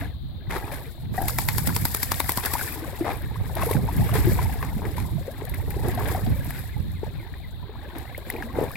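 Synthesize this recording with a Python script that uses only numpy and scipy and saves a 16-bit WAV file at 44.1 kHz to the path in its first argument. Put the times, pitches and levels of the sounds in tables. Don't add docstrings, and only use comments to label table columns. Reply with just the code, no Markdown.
import sys
import numpy as np
from scipy import signal
from scipy.fft import rfft, irfft
from scipy.io import wavfile
from scipy.ndimage import uniform_filter1d

SR = 44100
rng = np.random.default_rng(int(sys.argv[2]) if len(sys.argv) > 2 else 0)


def digitize_waveform(pressure):
    field = np.atleast_2d(pressure).T
    bounded = np.clip(field, -1, 1)
    quanta = np.round(bounded * 32767).astype(np.int16)
    wavfile.write(sys.argv[1], SR, quanta)


N = 386316


def from_db(db):
    return 10 ** (np.asarray(db) / 20)


def rms_one(x):
    return x / np.sqrt(np.mean(x ** 2) + 1e-20)


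def in_time(rows):
    s, *columns = np.transpose(rows)
    return [np.interp(np.arange(N) / SR, s, c) for c in columns]


def drift(rate):
    knots = rng.standard_normal(4000)
    return rms_one(np.interp(np.arange(N) / SR * rate, np.arange(len(knots)), knots))


def add(out, s, sound):
    i = int(np.clip(s * SR, 0, out.shape[-1] - 1))
    out[..., i:i + sound.shape[-1]] += sound[..., :out.shape[-1] - i]


def swell(t, attack_s, hold_s, release_s):
    t = np.maximum(t, 0)
    attack = 1 - np.exp(-t / max(attack_s, 1e-4))
    release = np.exp(-np.maximum(t - hold_s, 0) / max(release_s, 1e-4))
    return attack * release


def colour(x, points, share=1, size=4096):
    hz, db = np.transpose(points)
    grid = np.maximum(np.arange(size // 2 + 1) * SR / size, 1)
    curve_db = share * np.interp(np.log(grid), np.log(hz), db)
    cepstrum = irfft(np.log(from_db(curve_db)))
    cepstrum[1:size // 2] *= 2
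    cepstrum[size // 2 + 1:] = 0
    response = irfft(np.exp(rfft(cepstrum)))
    return signal.oaconvolve(np.atleast_2d(x), response[None], axes=1)[:, :x.shape[-1]]


def tilted(points, db_per_octave):
    return [(hz, db + db_per_octave * np.log2(hz / 1000)) for hz, db in points]


RESONANCE_OCTAVES = 0.33


def peaked(points, centre_hz, lift_db):
    hz, db = np.transpose(points)
    grid = np.geomspace(50, 20000, 90)
    lift = lift_db / (1 + (np.log2(grid / centre_hz) / RESONANCE_OCTAVES) ** 2)
    return np.column_stack([grid, np.interp(np.log(grid), np.log(hz), db) + lift])


def steady(x, window_s):
    power = uniform_filter1d(np.mean(x, axis=0) ** 2, max(int(window_s * SR), 8))
    return x / np.sqrt(np.abs(power) + 0.0011 * np.mean(power))


def impacts(per_s, spread_db, scatter_s, pan_db):
    at = np.flatnonzero(rng.random(N) < per_s / SR)
    draws = rng.standard_normal((4, N // 8))
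    lag, pan, a, b = draws[:, at % draws.shape[1]]
    rarity = np.minimum((a * a + b * b) / 2, 4.5)
    size = np.sign(a) * from_db(spread_db * rarity)
    right_at = np.clip(at + np.round(lag * scatter_s * SR).astype(int), 0, N - 1)
    out = np.zeros((2, N))
    out[0, at] = size * from_db(pan_db * pan)
    out[1, right_at] = size * from_db(-pan_db * pan)
    return out


def bubble(hz, cycles, rise, attack):
    age = np.arange(int(6 * cycles / hz * SR)) / SR * hz / cycles
    envelope = (1 - np.exp(-(age / attack) ** 2)) * np.exp(-age)
    ring = np.sin(2 * np.pi * cycles * (age + rise * (age ** 2 / 2 - age)))
    return envelope / envelope.max() * ring


def bubble_cloud(low_hz, high_hz, cycles, spread_db, rise, count, size=N):
    out = np.zeros((2, size))
    for when, pitch, strength, life, place, sign in rng.random((count, 6)):
        hz = low_hz * (high_hz / low_hz) ** pitch
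        ring = bubble(hz, cycles * 2 ** (2 * life - 1), rise, attack=0.32)
        rarity = -np.log(strength + .03)
        ring *= np.sign(sign - .5) * from_db(spread_db * rarity)
        add(out[0], when * size / SR, ring)
        add(out[1], when * size / SR + (place - .5) * 0.0003, ring)
    return out


def burst(attack_s, decay_s, points, alike, ragged_db=0, size=4096):
    t = np.arange(size) / SR
    knots = np.clip(rng.standard_normal(64), -1.5, 1.5)
    spurts = np.interp(t, np.linspace(0, t[-1], 64), knots)
    envelope = (1 - np.exp(-(t / attack_s) ** 2)) * np.exp(-t / max(decay_s, 1e-4))
    envelope = envelope * from_db(ragged_db * spurts * (1 - np.exp(-t / decay_s)))
    mid, side = rng.standard_normal((2, size)) * envelope
    alike = np.clip(alike, 0, 1)
    x = colour(np.sqrt(1 + alike) * mid + np.sqrt(1 - alike) * side * [[1], [-1]], points)
    return x / np.sqrt(np.mean(x.mean(axis=0)[t < .005] ** 2))


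# [t/s, level/dB before layer trims, decay/s, hollow under the ear f/Hz, brightness/dB per octave]
SLAPS = [(1.282, -25, 0.0073, 1100, 5.5), (1.385, -19.5, 0.0024, 900, 0.5), (1.486, -17, 0.0023, 1950, 3),
         (1.581, -23.5, 0.0049, 990, 2), (1.672, -24, 0.0045, 700, -0.5), (1.763, -21.5, 0.0012, 930, 0.5),
         (1.852, -20, 0.0011, 980, 0.5), (1.946, -26.5, 0.0014, 1300, 0), (2.03, -21.5, 0.0011, 1530, 2.5),
         (2.117, -15, 0.0016, 990, 1.5), (2.201, -17, 0.0022, 835, 0.5), (2.292, -18.5, 0.0022, 1000, 0),
         (2.373, -20.5, .002, 950, -1), (2.457, -30, 0.0054, 1600, -0.5), (2.536, -23, 0.0036, 1400, 1)]
# [f/Hz, level/dB]
SLAP_COLOUR = [(80, 0), (250, 6.5), (550, -7), (950, 3.5), (1300, -5.5), (1600, -8), (2200, -2.5),
               (2900, -17), (3800, -11), (6000, -18.5), (12000, -37)]
HOLLOW_DB = 4
SPRAY_DECAY_S, SPRAY_DB, SPRAY_GROWTH_DB_PER_S = 0.0023, -18, 0.1


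def slaps():
    out = np.zeros((2, N))
    for s, level_db, decay_s, hz, brightness_db in SLAPS:
        tone = peaked(tilted(SLAP_COLOUR, brightness_db), hz, HOLLOW_DB)
        smack = colour(signal.unit_impulse(2048), tone)
        spray_db = SPRAY_DB + SPRAY_GROWTH_DB_PER_S * (s - SHAKE_START_S)
        add(out, s + 0.001378, from_db(level_db + 2.0) * smack / np.abs(smack).max())
        add(out, s, from_db(level_db - 4.0) * burst(0.0013, decay_s, tone, alike=0.95, ragged_db=4))
        add(out, s, from_db(level_db - 17.5) * burst(0.00094, 0.012, tone, alike=0.64, ragged_db=9))
        short_spray = burst(0.0012, SPRAY_DECAY_S, SPRAY_COLOUR, alike=0.089, ragged_db=4.0)
        faint_spray = burst(0.0038, 0.0094, SPRAY_COLOUR, alike=0.099, ragged_db=10.0)
        add(out, s, from_db(spray_db - 6.5) * short_spray)
        add(out, s - .007, from_db(spray_db - 20.0) * faint_spray)
    return out


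# [f/Hz, level/dB]
FLUTTER_COLOUR = [(200, 2.5), (550, -12), (700, 2), (780, 6.5), (940, -8.5), (1200, -32), (1650, -9),
                  (1900, -20), (2600, -36), (6000, -48)]
FLUTTER_START_S, FLUTTER_LENGTH_S, FLUTTER_DB = 1.177, 0.079, -30


def flutter():
    flaps = impacts(per_s=500, spread_db=2.0, scatter_s=.00005, pan_db=-0.5)[:, :SR // 3]
    flaps = colour(flaps, FLUTTER_COLOUR)
    t = np.arange(SR // 3) / SR
    envelope = swell(t, attack_s=0.0016, hold_s=FLUTTER_LENGTH_S, release_s=0.024)
    out = np.zeros((2, N))
    add(out, FLUTTER_START_S, from_db(FLUTTER_DB) * envelope * steady(flaps, window_s=0.043))
    return out


# [t/s, low gurgle level/dB, mid splashing level/dB, high spray level/dB]
RISING = [(0.0, -37, -38.5, -50.5), (0.1, -53.5, -53, -71), (0.192, -63, -77, -69), (0.42, -54, -61, -77),
          (0.55, -46.5, -52, -57), (0.678, -37, -45.5, -48.5), (0.86, -47.5, -50, -50.5),
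          (0.92, -51, -62, -56), (1.15, -59, -61, -65)]
# [t/s, low gurgle level/dB, mid splashing level/dB, high spray level/dB]
WADING = [(2.85, -39.5, -46.5, -46), (3.01, -44, -47, -47.5), (3.21, -50, -51.5, -60.5),
          (3.489, -42.5, -50, -49), (3.79, -37, -54.5, -52.5), (3.92, -38, -44.5, -44),
          (4.28, -35.5, -40.5, -36.5), (4.63, -41.5, -47, -47), (4.84, -43.5, -54.5, -51.5),
          (5.04, -44, -60, -50.5), (5.43, -44.5, -48, -53), (5.71, -42.5, -51.5, -48.5),
          (5.96, -38, -42.5, -47), (6.12, -34.5, -39, -39), (6.26, -41, -49.5, -48),
          (6.57, -48.5, -44, -45), (6.78, -57, -57.5, -55), (7.24, -48, -52.5, -60),
          (7.49, -56.5, -61, -61.5), (7.72, -49.5, -56, -67.5), (7.87, -45, -49, -60),
          (8.22, -49.5, -51, -55.5), (8.35, -36.5, -46, -49.5), (8.48, -39, -52, -57),
          (8.76, -57, -51, -53)]
MOVING_DB = (-0.5, 0, -2.5)
SHAKE_START_S, SHAKE_END_S, SHAKE_ATTACK_S, SHAKE_RELEASE_S = 1.117, 2.744, 0.14, 0.02
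SHAKE_DB = (-41, -46.5, -36.5)
SHAKE_GROWTH_DB_PER_S = (-11.5, 2.5, -0.84)
SHAKE_PULSE_DB, SHAKE_PULSE_LAG = 1, .12
WAKE_DB, WAKE_DECAY_S = (-10, -12, -16), 0.1


def agitation():
    t = np.arange(N) / SR
    shake_length_s = SHAKE_END_S - SHAKE_START_S
    shake = swell(t - SHAKE_START_S, SHAKE_ATTACK_S, shake_length_s, SHAKE_RELEASE_S)
    half_turns = np.interp(t, [row[0] for row in SLAPS], np.arange(len(SLAPS)))
    pulse = np.cos(2 * np.pi * (half_turns - SHAKE_PULSE_LAG)) - .5
    shake = shake * from_db(SHAKE_PULSE_DB * pulse)
    shaken_s = np.clip(t, SHAKE_START_S, SHAKE_END_S) - SHAKE_START_S
    wake_power = sum((from_db(db) * swell(t - s, length_s, length_s, WAKE_DECAY_S)) ** 2
                     for s, db, _, length_s, _ in SURGES)
    levels = []
    for moving, gain_db, shake_db, growth_db, wake_db in zip(
            in_time([*RISING, *WADING]), MOVING_DB, SHAKE_DB, SHAKE_GROWTH_DB_PER_S, WAKE_DB):
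        moving_power = from_db(moving + gain_db) ** 2
        shake_power = (from_db(shake_db + growth_db * shaken_s) * shake) ** 2
        levels.append(10 * np.log10(moving_power + shake_power + from_db(wake_db) ** 2 * wake_power))
    return levels


# [f/Hz, level/dB]
SPRAY_COLOUR = [(1500, -4), (2900, -12), (3700, -7.5), (4900, -3), (6200, -9.5), (7800, -2), (9000, -5.5),
                (12000, 5), (14000, 0), (16000, -4.5)]


def spray(level_db):
    per_s = 1300 * from_db(0.37 * (level_db + 38.5) + 6.5 * drift(60))
    edges = np.geomspace(2000, 16000, 10)
    pings = np.zeros((2, N))
    for band in zip(edges, edges[1:]):
        ringing = signal.butter(2, band, "band", fs=SR, output="sos")
        hits = impacts(per_s, spread_db=4.5, scatter_s=.00006, pan_db=3.0)
        pings += signal.sosfilt(ringing, hits + 1e-18)
    patter = steady(colour(pings, SPRAY_COLOUR), window_s=0.17)
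    mist = rms_one(colour(rng.standard_normal((2, N)), SPRAY_COLOUR))
    return from_db(level_db - 2.0) * (patter + mist)


# [f/Hz, level/dB]
SPLASH_COLOUR = [(450, -3), (800, 3), (1050, -5), (1300, -6), (1650, 5.5), (2100, 5), (2450, 0.5),
                 (2900, -5), (3700, -5), (5000, -16), (8000, -39)]


def splash(level_db):
    bubbles = bubble_cloud(925.0, 4874, cycles=7.4, spread_db=4.0, rise=0.019, count=5500)
    bubbles = rms_one(colour(bubbles, SPLASH_COLOUR))
    sharp = impacts(per_s=2200, spread_db=1.5, scatter_s=.00005, pan_db=5.5)
    sharp = rms_one(colour(sharp * from_db(4.1 * drift(70)), SPLASH_COLOUR))
    return from_db(level_db - 0.9) * steady(bubbles + from_db(-2.0) * sharp, window_s=0.17)


# [f/Hz, level/dB]
GURGLE_COLOUR = [(120, -18.5), (230, 0), (400, 3), (580, 2.5), (800, 6.5), (1000, 2.5), (1300, 0.5),
                 (2000, -64.5)]


def gurgle(level_db):
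    bubbles = bubble_cloud(219.0, 1135, cycles=4.06, spread_db=5.5, rise=0.07, count=2600)
    bubbles = rms_one(colour(bubbles, GURGLE_COLOUR))
    lumps = impacts(per_s=1500, spread_db=4.5, scatter_s=.00008, pan_db=4.5)
    lumps = rms_one(colour(lumps, GURGLE_COLOUR))
    return from_db(level_db) * steady(bubbles + from_db(-10.0) * lumps, window_s=0.086)


# [t/s, level/dB, swell/s, length/s, brightness/dB per octave]
SURGES = [(0.0, -48, .003, 0.048, 2.5), (0.492, -33, 0.012, 0.076, 0.5), (0.713, -41, 0.0024, 0.027, 4.5),
          (1.137, -39, .003, 0.0088, -1.5), (2.424, -33.5, 0.0051, 0.037, 3),
          (2.546, -41, .003, 0.063, 5.5), (3.038, -27, 0.015, 0.059, -2.5),
          (3.554, -33.5, 0.021, 0.07, -0.5), (3.603, -39, 0.0037, 0.069, 8),
          (3.691, -37.5, 0.0028, 0.051, 6), (4.13, -27, 0.021, 0.027, 2), (4.383, -43, .003, 0.053, 3),
          (4.625, -37.5, 0.0034, 0.018, -1), (4.819, -33, 0.0033, 0.053, -8),
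          (4.964, -40.5, 0.002, 0.039, 3.5), (5.829, -29.5, 0.0073, 0.042, -8),
          (5.976, -40.5, .006, 0.14, -1.5), (7.95, -40.5, 0.0027, 0.018, -2),
          (8.318, -42, 0.0054, 0.033, -10), (8.532, -29.5, 0.021, 0.098, -6.5)]
# [f/Hz, level/dB]
SURGE_COLOUR = [(150, -4), (400, 2.5), (580, -0.5), (820, 9), (1050, 2.5), (1350, -0.5), (1650, 1.5),
                (2150, 0.5), (2900, -13.5), (3800, -9.5), (6000, -20.5), (9000, -18.5), (12000, -12),
                (16000, -34)]
SURGE_DRAIN_S, SURGE_RAGGED_DB = 0.03, 3


def surges():
    size = SR // 3
    t = np.arange(size) / SR
    out = np.zeros((2, N))
    patter = rms_one(impacts(per_s=4000, spread_db=2.0, scatter_s=.00007, pan_db=-3.0))
    for k, (s, level_db, swell_s, length_s, brightness_db) in enumerate(SURGES):
        bubbles = rms_one(bubble_cloud(340.7, 2398, cycles=5.9, spread_db=0.5, rise=0.079,
                                       count=200, size=size))
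        mix = patter[:, k * size:(k + 1) * size] + from_db(-16.0) * bubbles
        rush = colour(mix, tilted(SURGE_COLOUR, brightness_db))
        ragged = rush * from_db(SURGE_RAGGED_DB * drift(257)[:size])
        envelope = swell(t, swell_s, length_s, SURGE_DRAIN_S)
        add(out, s, from_db(level_db) * envelope * steady(ragged, window_s=0.015))
    return out


# [t/s, level/dB, f/Hz, cycles to decay]
PLOPS = [(0.008, -33, 282, 8), (0.559, -26.5, 374, 3.2), (1.178, -20, 748, 5.7), (1.178, -27, 1910, 12),
         (2.611, -22, 1520, 5.4), (2.818, -32, 324, 6.1), (3.008, -16, 332, 3.2), (3.623, -19, 1060, 3.3),
         (3.633, -18.5, 657, 2.5), (3.665, -20.5, 459, 4.3), (3.71, -15, 433, 1.7), (3.751, -19, 266, 1.15),
         (3.886, -21.5, 926, 5.5), (4.152, -19.5, 435, 4.1), (4.27, -15.5, 353, 4.2),
         (4.389, -19.5, 980, 4.7), (4.627, -23, 1050, 3.8), (4.764, -22.5, 210, 2), (4.819, -26, 900, 1.6),
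         (4.849, -29, 430, 2.9), (4.98, -25, 964, 4.7), (5.42, -24, 403, 1.5), (5.678, -29.5, 417, 1.8),
         (5.765, -22, 382, 1.8), (5.877, -21, 350, 3.4), (5.975, -22.5, 714, 5.2),
         (6.007, -24.5, 1090, 3.6), (6.147, -20, 747, 5.1), (6.273, -21, 218, 1.9), (6.764, -38, 845, 8),
         (7.031, -19.5, 416, 1.6), (7.339, -33.5, 1800, 3.7), (7.625, -42, 990, 11),
         (7.692, -33.5, 418, 3.3), (7.958, -30.5, 305, 3.2), (8.007, -40, 770, 7.7), (8.077, -40, 2050, 8),
         (8.147, -28.5, 2120, 7.7), (8.18, -27, 556, 1.5), (8.3, -20, 2000, 4.7), (8.347, -27, 450, 3.5),
         (8.363, -29, 2350, 4.8), (8.385, -36, 713, 3.6), (8.424, -24, 1630, 4.8), (8.586, -13, 480, 1.9),
         (8.612, -14.5, 435, 1.6), (8.624, -19, 486, 2.4), (8.638, -17.5, 467, 1.7)]
# [t/s, level/dB, f/Hz]
PLINKS = [(2.552, -18, 976), (3.357, -30.5, 1090), (5.279, -25, 543), (7.755, -40, 1100),
          (8.707, -34, 1180)]
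PLOP_RISE, PLINK_RISE, PLINK_CYCLES = .03, .16, 5.7
PLOP_SMACK_DB, SHED_DB, SHED_WITHIN_S, SHED_OCTAVES = -35, -14, 0.046, 1.07


def plops():
    out = np.zeros((2, N))
    for s, level_db, hz in PLINKS:
        add(out, s, from_db(level_db) * bubble(hz, PLINK_CYCLES, PLINK_RISE, attack=0.23))
    for s, level_db, hz, cycles in PLOPS:
        add(out, s, from_db(level_db) * bubble(hz, max(cycles, 1), PLOP_RISE, attack=0.29))
        add(out, s, from_db(level_db + PLOP_SMACK_DB) * burst(0.0038, 0.0046, SLAP_COLOUR, alike=0.68))
        for delay, smaller in rng.random(size=(3, 2)):
            shed = bubble(hz * 2 ** (SHED_OCTAVES * smaller), cycles=2.1, rise=0.05, attack=0.32)
            add(out, s + SHED_WITHIN_S * delay, from_db(level_db + SHED_DB) * shed)
    return out


# [t/s, level/dB before layer trims, dent f/Hz, decay/s]
SPLATS = [(0.504, -32, 2210, .006), (0.56, -29, 1330, 0.0033), (0.677, -36.5, 1130, 0.0081),
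          (0.715, -35, 1890, 0.0026), (1.294, -31, 1490, 0.0034), (1.548, -36, 1800, 0.005),
          (1.691, -27, 1600, 0.0015), (1.701, -32.5, 1070, 0.0046), (2.142, -34, 3500, 0.0016),
          (2.142, -38, 3500, 0.0017), (2.38, -24, 1090, 0.0021), (2.438, -33, 3500, 0.0025),
          (2.462, -28, 1540, 0.0085), (2.592, -29.5, 1700, 0.0058), (3.118, -31, 620, 0.0013),
          (3.567, -26, 700, 0.0022), (3.593, -30, 1150, .003), (3.614, -26, 1230, 0.0053),
          (3.622, -32, 2540, 0.0079), (3.689, -28, 870, .003), (3.709, -30.5, 1040, 0.009),
          (3.73, -31, 2060, 0.0022), (3.766, -32, 1570, .003), (4.091, -28.5, 1240, .003),
          (4.157, -29, 1910, 0.0044), (4.319, -35, 2120, 0.0049), (4.626, -29.5, 1900, 0.0019),
          (4.852, -33.5, 1800, 0.0051), (5.537, -33.5, 2100, 0.0085), (5.547, -40, 1680, 0.0013),
          (5.706, -38, 2020, 0.0059), (5.985, -34, 900, 0.0062), (6.086, -30.5, 1820, 0.0042),
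          (6.263, -37.5, 3840, 0.0033), (6.505, -32.5, 1920, 0.0026), (7.036, -36, 884, 0.0027),
          (8.423, -33, 1650, 0.0017), (8.754, -30.5, 2270, 0.004)]
# [f/Hz, level/dB]
SPLAT_COLOUR = [(200, -12), (500, -2.5), (900, 6.5), (1400, -5.5), (2300, -5), (3000, -12.5), (4500, -11),
                (7000, -20.5), (14000, -14)]
DENT_DB = 20.5


def splats():
    out = np.zeros((2, N))
    for s, level_db, hz, decay_s in SPLATS:
        dent = peaked(SPLAT_COLOUR, hz, DENT_DB)
        crack = burst(0.00096, decay_s, dent, alike=0.91, ragged_db=2.5)
        droplets = burst(0.0018, 0.015, SPLAT_COLOUR, alike=0.44, ragged_db=6.0)
        add(out, s, from_db(level_db - 2.5) * crack)
        add(out, s + .004, from_db(level_db - 18.0) * droplets)
    return out


# [t/s, level/dB before trim]
DROPS = [(1.218, -28.5), (1.414, -34), (1.692, -34), (1.968, -27), (2.3182, -23), (3.2196, -42),
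         (3.552, -30.5), (3.66, -31), (3.7104, -29), (3.965, -32.5), (4.137, -32), (5.451, -36.5),
         (5.495, -34.5), (5.543, -35), (5.704, -33), (5.883, -31.5), (5.949, -34), (6.445, -37),
         (6.0836, -31), (6.505, -35), (6.59, -37), (7.983, -36.5), (8.177, -36), (8.3006, -26.5),
         (8.715, -38)]
# [f/Hz, level/dB]
DROP_COLOUR = [(1500, -25), (3800, 4), (6200, -6), (8500, 0.5), (12000, 15.5), (16000, 2)]
DRIPS_PER_S, DRIPS_DB = 36, -16


def drops(shower_db):
    drips = impacts(DRIPS_PER_S, spread_db=-0.5, scatter_s=.00006, pan_db=6.0)
    out = from_db(shower_db + DRIPS_DB) * rms_one(colour(drips, DROP_COLOUR))
    for s, level_db in DROPS:
        add(out, s, from_db(level_db - 3.5) * burst(0.0008, 0.0028, DROP_COLOUR, alike=0.3))
    return out


# [t/s, left level/dB, right level/dB]
WIND = [(0, -33, -32), (0.35, -38.5, -38), (0.5, -35, -32), (0.9, -40, -42.5), (1.3, -34, -31),
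        (1.8, -31.5, -27), (1.92, -38, -36), (2.05, -34, -34.5), (2.9, -37, -40.5), (3.7, -32, -27),
        (4.3, -23, -24.5), (4.6, -32, -31.5), (5.2, -32.5, -28), (5.3, -40.5, -43), (5.55, -33.5, -28.5),
        (6.35, -29, -26.5), (6.65, -39.5, -35.5), (6.95, -34, -29.5), (7.25, -40, -40), (8.45, -43.5, -40),
        (8.62, -37.5, -31), (8.76, -43, -41)]
# [f/Hz, level/dB]
GUST_COLOUR = [(15, -29), (30, -7), (55, 0.5), (90, 3.5), (130, -2), (190, -10), (300, -21.5), (600, -46),
               (2000, -73)]
# [f/Hz, level/dB]
RUMBLE_COLOUR = [(12, 1), (30, -12), (60, 12), (100, -6), (200, -17), (600, -63)]
WIND_WANDER_DB, WIND_WANDER_PER_S = 3, 11
RUMBLE_DB = -42.5


def wind():
    wander_db = WIND_WANDER_DB * drift(WIND_WANDER_PER_S) * np.array([[.5], [-.5]])
    port_db = np.array(in_time(WIND)) + wander_db
    eddies = colour(rng.standard_normal((2, N)) * from_db(6.1 * drift(25)), GUST_COLOUR)
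    gusts = from_db(port_db) * steady(eddies, window_s=0.065)
    rumble = rms_one(colour(rng.standard_normal((2, N)), RUMBLE_COLOUR))
    return gusts + from_db(RUMBLE_DB + 0.42 * (port_db + 37.5)) * rumble


# [t/s, left level/dB before gain, right level/dB before gain, f/Hz]
BUFFETS = [(1.05, -37, -28.5, 125), (1.12, -33, -24, 134), (1.351, -30, -33, 93), (1.55, -34, -24, 126),
           (1.615, -29, -24, 126), (1.701, -25, -19, 140), (1.82, -27, -22.5, 114), (2.24, -29, -43, 84),
           (3.4, -30, -24, 108), (3.77, -30, -14.5, 142), (3.83, -29, -20.5, 133), (4.0, -15.5, -16, 135),
           (4.16, -25, -23, 126), (4.275, -13.5, -23, 125), (4.46, -33, -18, 100), (5.03, -26, -20.5, 99),
           (5.16, -39, -21.5, 132), (5.86, -37, -26, 125), (6.301, -20, -16.5, 114), (6.79, -35, -19, 98),
           (6.86, -29, -29, 114), (7.161, -27.5, -42, 109)]
BUFFET_S, BUFFET_OCTAVES, BUFFET_DB = .11, 0.87, -5


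def buffets():
    envelope = np.hanning(int(BUFFET_S * SR))
    width = 2 ** (BUFFET_OCTAVES / 2)
    out = np.zeros((2, N))
    for s, left_db, right_db, hz in BUFFETS:
        band = signal.butter(2, [hz / width, hz * width], "band", fs=SR, output="sos")
        swirl = signal.sosfilt(band, rng.standard_normal((2, SR // 2)))
        swirl = swirl[:, -len(envelope):] * envelope
        for port, level_db, thump in zip(out, (left_db, right_db), swirl):
            add(port, s - BUFFET_S / 2, from_db(level_db + BUFFET_DB) * rms_one(thump))
    return out


# [t/s, level/dB before layer trims]
PEEPS = [(6.700, -37.5), (6.926, -40), (7.166, -39), (7.402, -40.5)]
# [t/s from its start, f/Hz, level/dB]
PEEP = [(0, 2270, -10), (.012, 2536, -18), (.026, 2505, -9), (.036, 2205, -2), (.048, 2040, -3),
        (.066, 1970, -26)]


def bird():
    age, hz, db = np.transpose(PEEP)
    t = np.arange(int(age[-1] * SR)) / SR
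    out = np.zeros(N)
    for s, level_db in PEEPS:
        glide_hz = np.interp(t, age, hz * (1 + .018 * rng.standard_normal(len(hz))))
        shape_db = np.interp(t, age, db + 3.2 * rng.standard_normal(len(db)))
        peep = from_db(shape_db) * np.sin(2 * np.pi * np.cumsum(glide_hz) / SR)
        scatter = rng.standard_normal(len(t)) * np.exp(-t / 0.033)
        blur = signal.fftconvolve(peep, scatter / np.linalg.norm(scatter))
        add(out, s, from_db(level_db - 5.0) * peep)
        add(out, s, from_db(level_db - 13.0) * blur)
        add(out, s + 0.033, from_db(level_db - 18) * peep)
    return out


# [f/Hz, level/dB]
HISS_COLOUR = [(2400, -41), (2800, -7), (3250, 2), (3650, 9), (4200, 6), (4900, -10), (6000, -81)]
# [f/Hz, level/dB]
SHORE_COLOUR = [(100, 6.5), (300, -7), (700, -10), (1300, -11), (1700, -15), (2600, -18.5), (4200, -14),
                (5500, -57), (9000, -35), (15000, -16.5)]
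SHORE_DB, HISS_LEFT_DB, HISS_RIGHT_DB = -54, -52.5, -75.5


def background():
    shore = rms_one(colour(rng.standard_normal((2, N)), SHORE_COLOUR))
    hiss = rms_one(colour(rng.standard_normal((2, N)), HISS_COLOUR))
    return from_db(SHORE_DB) * shore + from_db([[HISS_LEFT_DB], [HISS_RIGHT_DB]]) * hiss


# [f/Hz, left minus right level/dB before the shares]
LEAN = [(150, 5), (300, 2), (550, 6), (950, 3), (1400, 7), (2100, 5), (2600, 1.5), (3500, 14.5),
        (5000, -1.5), (7200, 12.5), (9000, 11), (11000, 5), (16000, -2)]


def scene():
    churn_db, break_db, shower_db = agitation()
    churned = gurgle(churn_db) + splash(break_db) + spray(shower_db) + drops(shower_db)
    left, right = churned + flutter() + slaps() + splats() + surges() + plops()
    water = np.vstack([colour(left, LEAN, share=0.26), colour(right, LEAN, share=-0.83)])
    return from_db(1.5) * water + wind() + buffets() + background() + bird()


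def record(dry):
    return signal.sosfilt(signal.ellip(10, .2, 80, 16000, fs=SR, output="sos"), dry)


dry = scene()
out = record(dry)
digitize_waveform(out)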